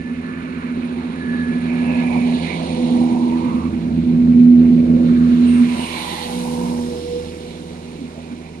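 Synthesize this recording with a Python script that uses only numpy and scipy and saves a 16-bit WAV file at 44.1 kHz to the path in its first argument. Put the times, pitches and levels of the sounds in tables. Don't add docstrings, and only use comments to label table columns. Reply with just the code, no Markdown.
import sys
import numpy as np
from scipy import signal
from scipy.fft import rfft, irfft, next_fast_len
from scipy.io import wavfile
from scipy.ndimage import uniform_filter1d, minimum_filter1d

SR = 44100
rng = np.random.default_rng(int(sys.argv[2]) if len(sys.argv) > 2 else 0)


def int16_out(signal):
    q = np.round(np.clip(np.atleast_2d(signal).T, -1, 1) * 32767)
    wavfile.write(sys.argv[1], SR, q.astype(np.int16))


N = 379260
TIME_S = np.arange(N) / SR
BINS_HZ = np.maximum(np.arange(N // 2 + 1) * SR / N, 1)


# time_s, leading_firing_hz, second_firing_hz
ENGINE_SPEEDS = [(0, 80.1, 85.35), (1.15, 80.2, 85.0), (1.7, 80.9, 84.9), (3, 81.1, 84.3),
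                 (4.85, 81.05, 84.2), (5.5, 80.7, 84.2), (6.3, 80.5, 83.3), (8.6, 80.4, 82.2)]

# time_s, level_db (before BOOM_OFFSET_DB)
BOOM_LEVELS = [(0.06, -31.5), (0.1, -24.5), (0.48, -36.5), (0.7, -24.5), (1.1, -27), (1.12, -49),
               (1.29, -21.5), (2.35, -16.5), (2.61, -43), (2.78, -18.5), (3.01, -14), (3.77, -26),
               (4.48, -4.5), (4.83, -12.5), (5.62, -10), (5.85, -28.5), (6.18, -40), (6.33, -25.5),
               (6.82, -21), (7.04, -40.5), (8.24, -37), (8.55, -41.5)]
BOOM_OFFSET_DB = -0.5
FIRST_PASSES = [(2.2, -42.5, 0.99, 0.79), (3.85, -34.5, 0.37, 1.73), (6.85, -41, 0.32, 0.52)]
SECOND_PASSES = [(2.3, -35, 0.82, .65), (4.7, -28.5, 0.76, .6), (6.55, -35, 0.088, 0.28)]
REAR_THIRD_PASSES = [(1.0, -30.5, 1.3, 1.3), (3.45, -28.5, 0.084, 0.35), (4.6, -32, 0.36, 0.6),
                     (8.1, -25, .3, 0.38)]
FOURTH_PASSES = [(3.05, -28, 0.14, 0.52), (4.65, -30.5, .3, 0.53)]
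REAR_FIRST_DB, REAR_SECOND_DB, REAR_FOURTH_DB = -6, 4, -9.5
SHADOW_S, SHADOW_FADE_S, NOTE_SHADOW_DB, RUMBLE_SHADOW_DB = 5.86, 0.046, -20.5, -12
# time_s, lag_s
NOTE_LAGS = [(0, 0.00007), (1, 0.00011), (3.2, 0.00028), (4.6, 0.00013), (5.3, 0.00019), (6.5, 0.00033)]

RUMBLE_PASSES = [(4.1, -28, 1.33, 1.48)]
ROAR_PASSES = [(3.0, -36.5, 1.9, 0.8), (4.85, -34.5, 0.39, 0.42), (6.8, -37.5, 0.22, 0.6)]
RUMBLE_FOLLOWS, ROAR_FOLLOWS = 0.07, 0.11
ROAR_LUMPS = 8.8

KNOCK_PASSES = [(.4, -49, 0.17, 0.55), (1.45, -50.5, 0.22, 0.6), (3.55, -57, 0.34, 0.56),
                (5.42, -48.5, 0.31, .55)]
CLATTER_PASSES = [(.6, -48, 0.89, 1), (2.4, -42, 0.66, 0.44), (3.4, -48, 0.082, 0.22),
                  (5.9, -38.5, 0.26, 0.24)]
RATTLE_PASSES = [(1.7, -53, 0.79, .4), (2.55, -42, 0.22, 0.34), (6.15, -36.5, 0.28, 0.13),
                 (6.9, -50, .3, 0.61)]

RUSH_PASSES = [(2.7, -54, 0.54, 0.49), (6.05, -47.5, 0.29, 0.68)]
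HISS_PASSES = [(3.3, -70.5, 0.2, .4), (6.08, -47.5, 0.2, 0.44)]
FAN_PASSES = [(2.3, -39.5, 0.52, 0.88), (6.1, -42, 0.34, 0.63)]
FAN_SPILL_DB = -5.5

# time_s, pitch_hz; then swell columns
WHINE_PITCH = [(1.2, 511), (2.6, 505), (3.8, 496), (6.2, 492), (7.1, 484), (7.4, 490)]
WHINE_SWELLS = [(1.0, -49.5, 0.39, .4), (1.92, -35, 0.059, 0.067), (2.85, -31, 0.15, .16),
                (3.45, -38.5, 0.066, 0.13), (6.5, -33, 0.21, 0.53), (7.0, -29, 0.063, 0.079),
                (7.17, -25.5, .08, 0.054), (7.46, -38, 0.046, 0.025)]
# time_s, pitch_hz; then swell columns
SQUEAL_PITCH = [(0, 1748), (2.7, 1678)]
SQUEAL_SWELLS = [(.3, -45, .3, 0.33), (1.33, -33.5, 0.087, 0.16), (1.93, -42, 0.18, 0.11),
                 (2.4, -49, 0.22, 0.14)]
SQUEAL_RASP_DB = -9

# time_s, pitch_hz
TURBO_FRONT_PITCH = [(0, 9150), (2.8, 9060), (5, 9000)]
TURBO_REAR_PITCH = [(4.4, 8560), (5.43, 8678), (7.1, 8665), (8.6, 8800)]
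TURBO_FRONT_PASSES = [(2.75, -52, 0.58, 0.27)]
TURBO_REAR_PASSES = [(6.4, -54.5, .6, 0.95)]
TURBO_FLARES = [(5.5, -43.5, 0.03, 0.095), (5.84, -38, 0.062, 0.038)]

THROB_HZ, PUMP_HZ = 33.4, 178.5
COMPRESSOR_PASSES = [(6.5, -51, 0.39, 0.85)]
PUMP_PASSES = [(6.62, -33, 0.093, 0.16), (8.0, -53.5, 0.62, 0.65)]

# loudest_s, half_length_s, centre_hz, width_hz, peak_db
HOLLOWS_AND_THROBS = [(1.03, 0.25, 890, 400, -47), (1.73, 0.082, 2320, 450, -38.5),
                      (1.877, 0.053, 730, 120, -47), (1.926, 0.11, 2560, 350, -38),
                      (2.14, 0.035, 940, 120, -37), (2.15, 0.16, 2350, 260, -37),
                      (2.497, 0.067, 2230, 350, -30.5), (3.09, 0.11, 757, 119, -37.5),
                      (3.3, 0.27, 932, 132, -37.5), (3.555, 0.14, 1125, 260, -41.5),
                      (4.953, 0.15, 512, 147, -33.5), (5.511, .09, 2710, 400, -42.5),
                      (5.856, 0.12, 2840, 450, -38), (5.95, 0.33, 1000, 128, -38.5),
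                      (5.97, 0.11, 2290, 297, -38.5), (6.15, 0.11, 1980, 294, -39.5),
                      (6.2, 0.22, 837, 100, -37.5), (6.61, 0.19, 945, 110, -39),
                      (7.023, .35, 5200, 497, -53.5), (8.025, 0.059, 249, 59.7, -33),
                      (8.183, 0.034, 535, 493, -39), (8.329, 0.021, 238, 80, -30)]

# frequency_hz, gain_db
RUMBLE_SPECTRUM = [(25, -42), (55, -26), (110, -5), (155, -0.5), (200, 5), (232, 14.5), (270, -2),
                   (330, -18.5), (500, -75.5)]
ROAR_SPECTRUM = [(150, -9.5), (275, 0.5), (350, 6.5), (420, 1), (500, -5.5), (650, -9.5), (1600, -68.5)]
FAN_SPECTRUM = [(300, -18.5), (550, 5), (760, 7), (850, 5), (960, 6), (1120, -4), (2000, -50)]
KNOCK_SPECTRUM = [(700, -11), (1150, 5.5), (1450, 6), (1800, 2.5), (3500, -44.5)]
CLATTER_SPECTRUM = [(1300, -55), (1800, -5.5), (2100, 1.5), (2330, 3), (2550, 0), (2900, -6), (5000, -40.5)]
RATTLE_SPECTRUM = [(2000, -46.5), (2800, 4), (3300, 3), (3900, 5.5), (4400, 2.5), (4900, -12.5),
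                   (7500, -51)]
RUSH_SPECTRUM = [(3500, -2.5), (5000, 3.5), (6600, 2.5), (7600, -1), (8400, -5.5), (9500, -4.5),
                 (11500, -33.5)]
HISS_SPECTRUM = [(6500, -26), (8300, 3), (9200, 4), (10200, 4), (11500, 0.5), (12900, -19.5), (13800, -1.5),
                 (15000, -30.5)]

# frequency_hz, left_minus_right_db
PORT_BALANCE = [(60, -2.5), (250, -3.5), (500, -4.5), (950, -7), (1300, -1.5), (1800, -5.5), (2300, -15.5),
                (3100, -6.5), (4100, -14.5), (5200, -7), (7000, 0), (9200, 14), (12000, 5)]
PORT_LAG_S = 0.0004107
# frequency_hz, scattered_against_direct_db
SCATTER = [(60, -1), (250, -29), (500, -8), (1000, 3.5), (2200, -3.5), (4500, 3), (12000, 9)]
LOW_CUT_HZ, TOP_HZ = 30, 15000


def undb(db):
    return 10 ** (np.asarray(db) / 20)


def curves(table):
    time_s, *columns = np.transpose(table)
    return [np.interp(TIME_S, time_s, column) for column in columns]


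def shape_db(points):
    hz, db = np.transpose(points)
    return np.interp(np.log(BINS_HZ), np.log(hz), db)


def walk(rate_hz):
    coarse_s = TIME_S[::30]
    hz = np.arange(len(coarse_s) // 2 + 1) * SR / N
    spectrum = rfft(rng.standard_normal(len(coarse_s))) * np.exp(-(hz / rate_hz) ** 2)
    drift = irfft(spectrum, len(coarse_s))
    return np.interp(TIME_S, coarse_s, drift / np.std(drift))


def passing(table, falloff=2, far_db=-120):
    coarse_s = TIME_S[::200]
    power = undb(far_db) ** 2
    for nearest_s, db, approach_s, retreat_s in table:
        half_s = np.where(coarse_s < nearest_s, approach_s, retreat_s)
        away = np.abs((coarse_s - nearest_s) / half_s)
        power = power + undb(db) ** 2 / (1 + away ** falloff)
    return np.interp(TIME_S, coarse_s, 10 * np.log10(power))


def turns_of(hz):
    return np.cumsum(hz) / SR


def sine(turns, rms_db):
    return np.sqrt(2) * undb(rms_db) * np.sin(2 * np.pi * turns)


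def whistle(pitch, db, wobble_hz, wobble_rate_hz, flutter_db):
    hz = curves(pitch)[0] + wobble_hz * walk(wobble_rate_hz)
    return sine(turns_of(hz), db + flutter_db * walk(17))


def breathy_whistle(pitch, db, width_hz):
    turns = turns_of(curves(pitch)[0])
    in_phase = walk(width_hz) * sine(turns, db)
    quadrature = walk(width_hz) * sine(turns + 0.25, db)
    return (in_phase + quadrature) / np.sqrt(2)


def puffs(firings, decay_cycles, steady):
    flare = np.exp(-(firings % 1) / decay_cycles)
    return rng.standard_normal(N) * (steady + flare)


def uneven(firings, scatter):
    at = np.flatnonzero(np.diff(np.floor(firings)))
    cylinders = np.array([1, -1, 0, 1, 0, -1])
    pulses = np.zeros(N)
    pulses[at] = np.resize(cylinders, len(at)) + scatter * rng.standard_normal(len(at))
    return pulses


def ports(x, scattered=True):
    lag = np.exp(-2j * np.pi * BINS_HZ * PORT_LAG_S)
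    pair = rfft(x, N) * np.array([np.ones(len(BINS_HZ)), lag])
    if scattered:
        share = undb(shape_db(SCATTER))
        phases = np.exp(2j * np.pi * rng.random(pair.shape))
        pair = pair * (1 + share * phases) / np.sqrt(1 + share ** 2)
    sides = undb(np.array([[0.5], [-0.5]]) * shape_db(PORT_BALANCE))
    return irfft(pair * sides / sides.mean(axis=0), N)


def radiate(drive, spectrum, db, band_hz):
    pair = ports(irfft(rfft(drive) * undb(shape_db(spectrum)), N))
    in_band = (BINS_HZ > band_hz[0]) * (BINS_HZ < band_hz[1])
    inside = irfft(rfft(pair.mean(axis=0)) * in_band, N)
    return pair / np.std(inside) * undb(db)


def hollows_and_throbs():
    out = np.zeros((2, N))
    din = ports(rng.standard_normal(N))
    for loudest_s, half_s, hz, width_hz, db in HOLLOWS_AND_THROBS:
        near = np.flatnonzero(np.abs(TIME_S - loudest_s) < 1)
        size = next_fast_len(len(near))
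        bins_hz = np.arange(size // 2 + 1) * SR / size
        resonance = 1 / (1 + ((bins_hz - hz) / width_hz * 2) ** 2)
        ring = irfft(rfft(din[:, near], size) * resonance, size)[:, :len(near)]
        swell = np.exp(-((TIME_S[near] - loudest_s) / half_s) ** 2)
        out[:, near] += ring / np.std(ring.mean(axis=0)) * undb(db) * swell
    return out


def auxiliaries():
    throb_db = passing(COMPRESSOR_PASSES, falloff=3.2, far_db=-63.5) + 1.2 * walk(6)
    pump_db = passing(PUMP_PASSES, falloff=1.4) + 3.8 * walk(5.9)
    return sine(THROB_HZ * TIME_S, throb_db) + sine(PUMP_HZ * TIME_S, pump_db)


def fans():
    beam = undb(passing(FAN_PASSES, falloff=9.7))
    spill = undb(passing(FAN_PASSES, falloff=2.0, far_db=-50) + FAN_SPILL_DB)
    db = 20 * np.log10(np.hypot(beam, spill)) + 1.8 * walk(14)
    return radiate(rng.standard_normal(N), FAN_SPECTRUM, db, (650, 1150))


def charge_air(firings):
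    rush_db = passing(RUSH_PASSES, falloff=2.74, far_db=-67)
    hiss_db = passing(HISS_PASSES, falloff=3.37, far_db=-85)
    rush, hiss = (puffs(firings, decay_cycles=0.25, steady=0.7) * undb(0.5 * walk(13)) for _ in range(2))
    rush_pair = radiate(rush, RUSH_SPECTRUM, rush_db, (5200, 8200))
    return rush_pair + radiate(hiss, HISS_SPECTRUM, hiss_db, (9600, 12000))


def turbochargers():
    front_db = passing(TURBO_FRONT_PASSES, falloff=2.2)
    rear_db = passing(TURBO_REAR_PASSES, falloff=3)
    flare_db = passing(TURBO_FLARES, falloff=5.1)
    front = breathy_whistle(TURBO_FRONT_PITCH, front_db, width_hz=130)
    rear = breathy_whistle(TURBO_REAR_PITCH, rear_db, width_hz=62)
    flares = whistle(TURBO_REAR_PITCH, flare_db, wobble_hz=8, wobble_rate_hz=90, flutter_db=1.5)
    return front + rear + flares


def wheel_flange():
    db = passing(SQUEAL_SWELLS, falloff=5.0)
    tone = whistle(SQUEAL_PITCH, db, wobble_hz=9, wobble_rate_hz=60, flutter_db=2.6)
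    return tone + breathy_whistle(SQUEAL_PITCH, db + SQUEAL_RASP_DB, width_hz=210)


def transmissions():
    db = passing(WHINE_SWELLS, falloff=3.4)
    return whistle(WHINE_PITCH, db, wobble_hz=2, wobble_rate_hz=12, flutter_db=1.6)


def engine_bays(front, rear):
    knock_db = passing(KNOCK_PASSES, falloff=2.8, far_db=-63) + 1.8 * walk(20)
    clatter_db = passing(CLATTER_PASSES, falloff=2.77, far_db=-53) + 1.5 * walk(17)
    rattle_db = passing(RATTLE_PASSES, falloff=3.0, far_db=-59.5) + 1.5 * walk(15)

    def blows():
        return puffs(front, decay_cycles=0.031, steady=0.72) + puffs(rear, decay_cycles=0.064, steady=0.033)

    knock = radiate(blows(), KNOCK_SPECTRUM, knock_db, (1250, 1620))
    clatter = radiate(blows(), CLATTER_SPECTRUM, clatter_db, (1950, 2800))
    rattle = radiate(blows(), RATTLE_SPECTRUM, rattle_db, (3100, 4700))
    return knock + clatter + rattle


def shadow():
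    return 0.5 + 0.5 * np.tanh((TIME_S - SHADOW_S) / SHADOW_FADE_S)


def exhaust_gas(front, rear):
    boom_db = curves(BOOM_LEVELS)[0]
    swell_db = boom_db - boom_db.mean()
    rumble_db = passing(RUMBLE_PASSES) + RUMBLE_FOLLOWS * swell_db + RUMBLE_SHADOW_DB * shadow()
    roar_db = passing(ROAR_PASSES, falloff=1.94, far_db=-49.5) + ROAR_FOLLOWS * swell_db
    lumps = uneven(front, scatter=1.0) + uneven(rear, scatter=1.0)
    gas = puffs(front, decay_cycles=0.16, steady=1.0) + puffs(rear, decay_cycles=0.35, steady=0.21)
    rumble = radiate(lumps, RUMBLE_SPECTRUM, rumble_db, (185, 228))
    return rumble + radiate(gas + ROAR_LUMPS * lumps, ROAR_SPECTRUM, roar_db, (345, 465))


def exhaust_note(firings, levels_db, flutter_db, jitter_cycles):
    firings = firings + jitter_cycles * walk(9)
    return sum(sine(k * firings, db + flutter_db * walk(16)) for k, db in enumerate(levels_db, 1))


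def exhaust_notes(front, rear):
    first = passing(FIRST_PASSES, falloff=17, far_db=-44)
    second = passing(SECOND_PASSES, falloff=8, far_db=-41.5)
    boom = curves(BOOM_LEVELS)[0] + BOOM_OFFSET_DB
    rear_third = passing(REAR_THIRD_PASSES, falloff=1)
    fourth = passing(FOURTH_PASSES, falloff=3.9, far_db=-50)
    front_db = [first, second, boom, fourth]
    rear_db = np.array([first + REAR_FIRST_DB, second + REAR_SECOND_DB, rear_third, fourth + REAR_FOURTH_DB])
    rear_db = rear_db + NOTE_SHADOW_DB * shadow()
    leading = exhaust_note(front, front_db, flutter_db=0.8, jitter_cycles=0.003)
    return leading + exhaust_note(rear, rear_db, flutter_db=1.2, jitter_cycles=0.003)


def bearing(pair):
    extra_s = curves(NOTE_LAGS)[0] - PORT_LAG_S
    return np.array([pair[0], np.interp(TIME_S - extra_s, TIME_S, pair[1])])


def scene():
    front, rear = (turns_of(hz) for hz in curves(ENGINE_SPEEDS))
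    background = hollows_and_throbs() + fans() + charge_air(front)
    tones = auxiliaries() + turbochargers() + wheel_flange() + transmissions()
    engines = engine_bays(front, rear) + exhaust_gas(front, rear)
    notes = bearing(ports(exhaust_notes(front, rear), scattered=False))
    return background + ports(tones, scattered=False) + engines + notes


def record(dry):
    low_cut = signal.butter(4, LOW_CUT_HZ, "high", fs=SR, output="sos")
    dry = signal.sosfilt(low_cut, dry)
    room = 1 / np.maximum(np.abs(dry).max(axis=0), 1)
    gain = uniform_filter1d(minimum_filter1d(room, size=900), size=900)
    top_cut = signal.ellip(12, 0.1, 80, TOP_HZ, fs=SR, output="sos")
    return signal.sosfilt(top_cut, dry * gain)


dry = scene()
out = record(dry)
int16_out(out)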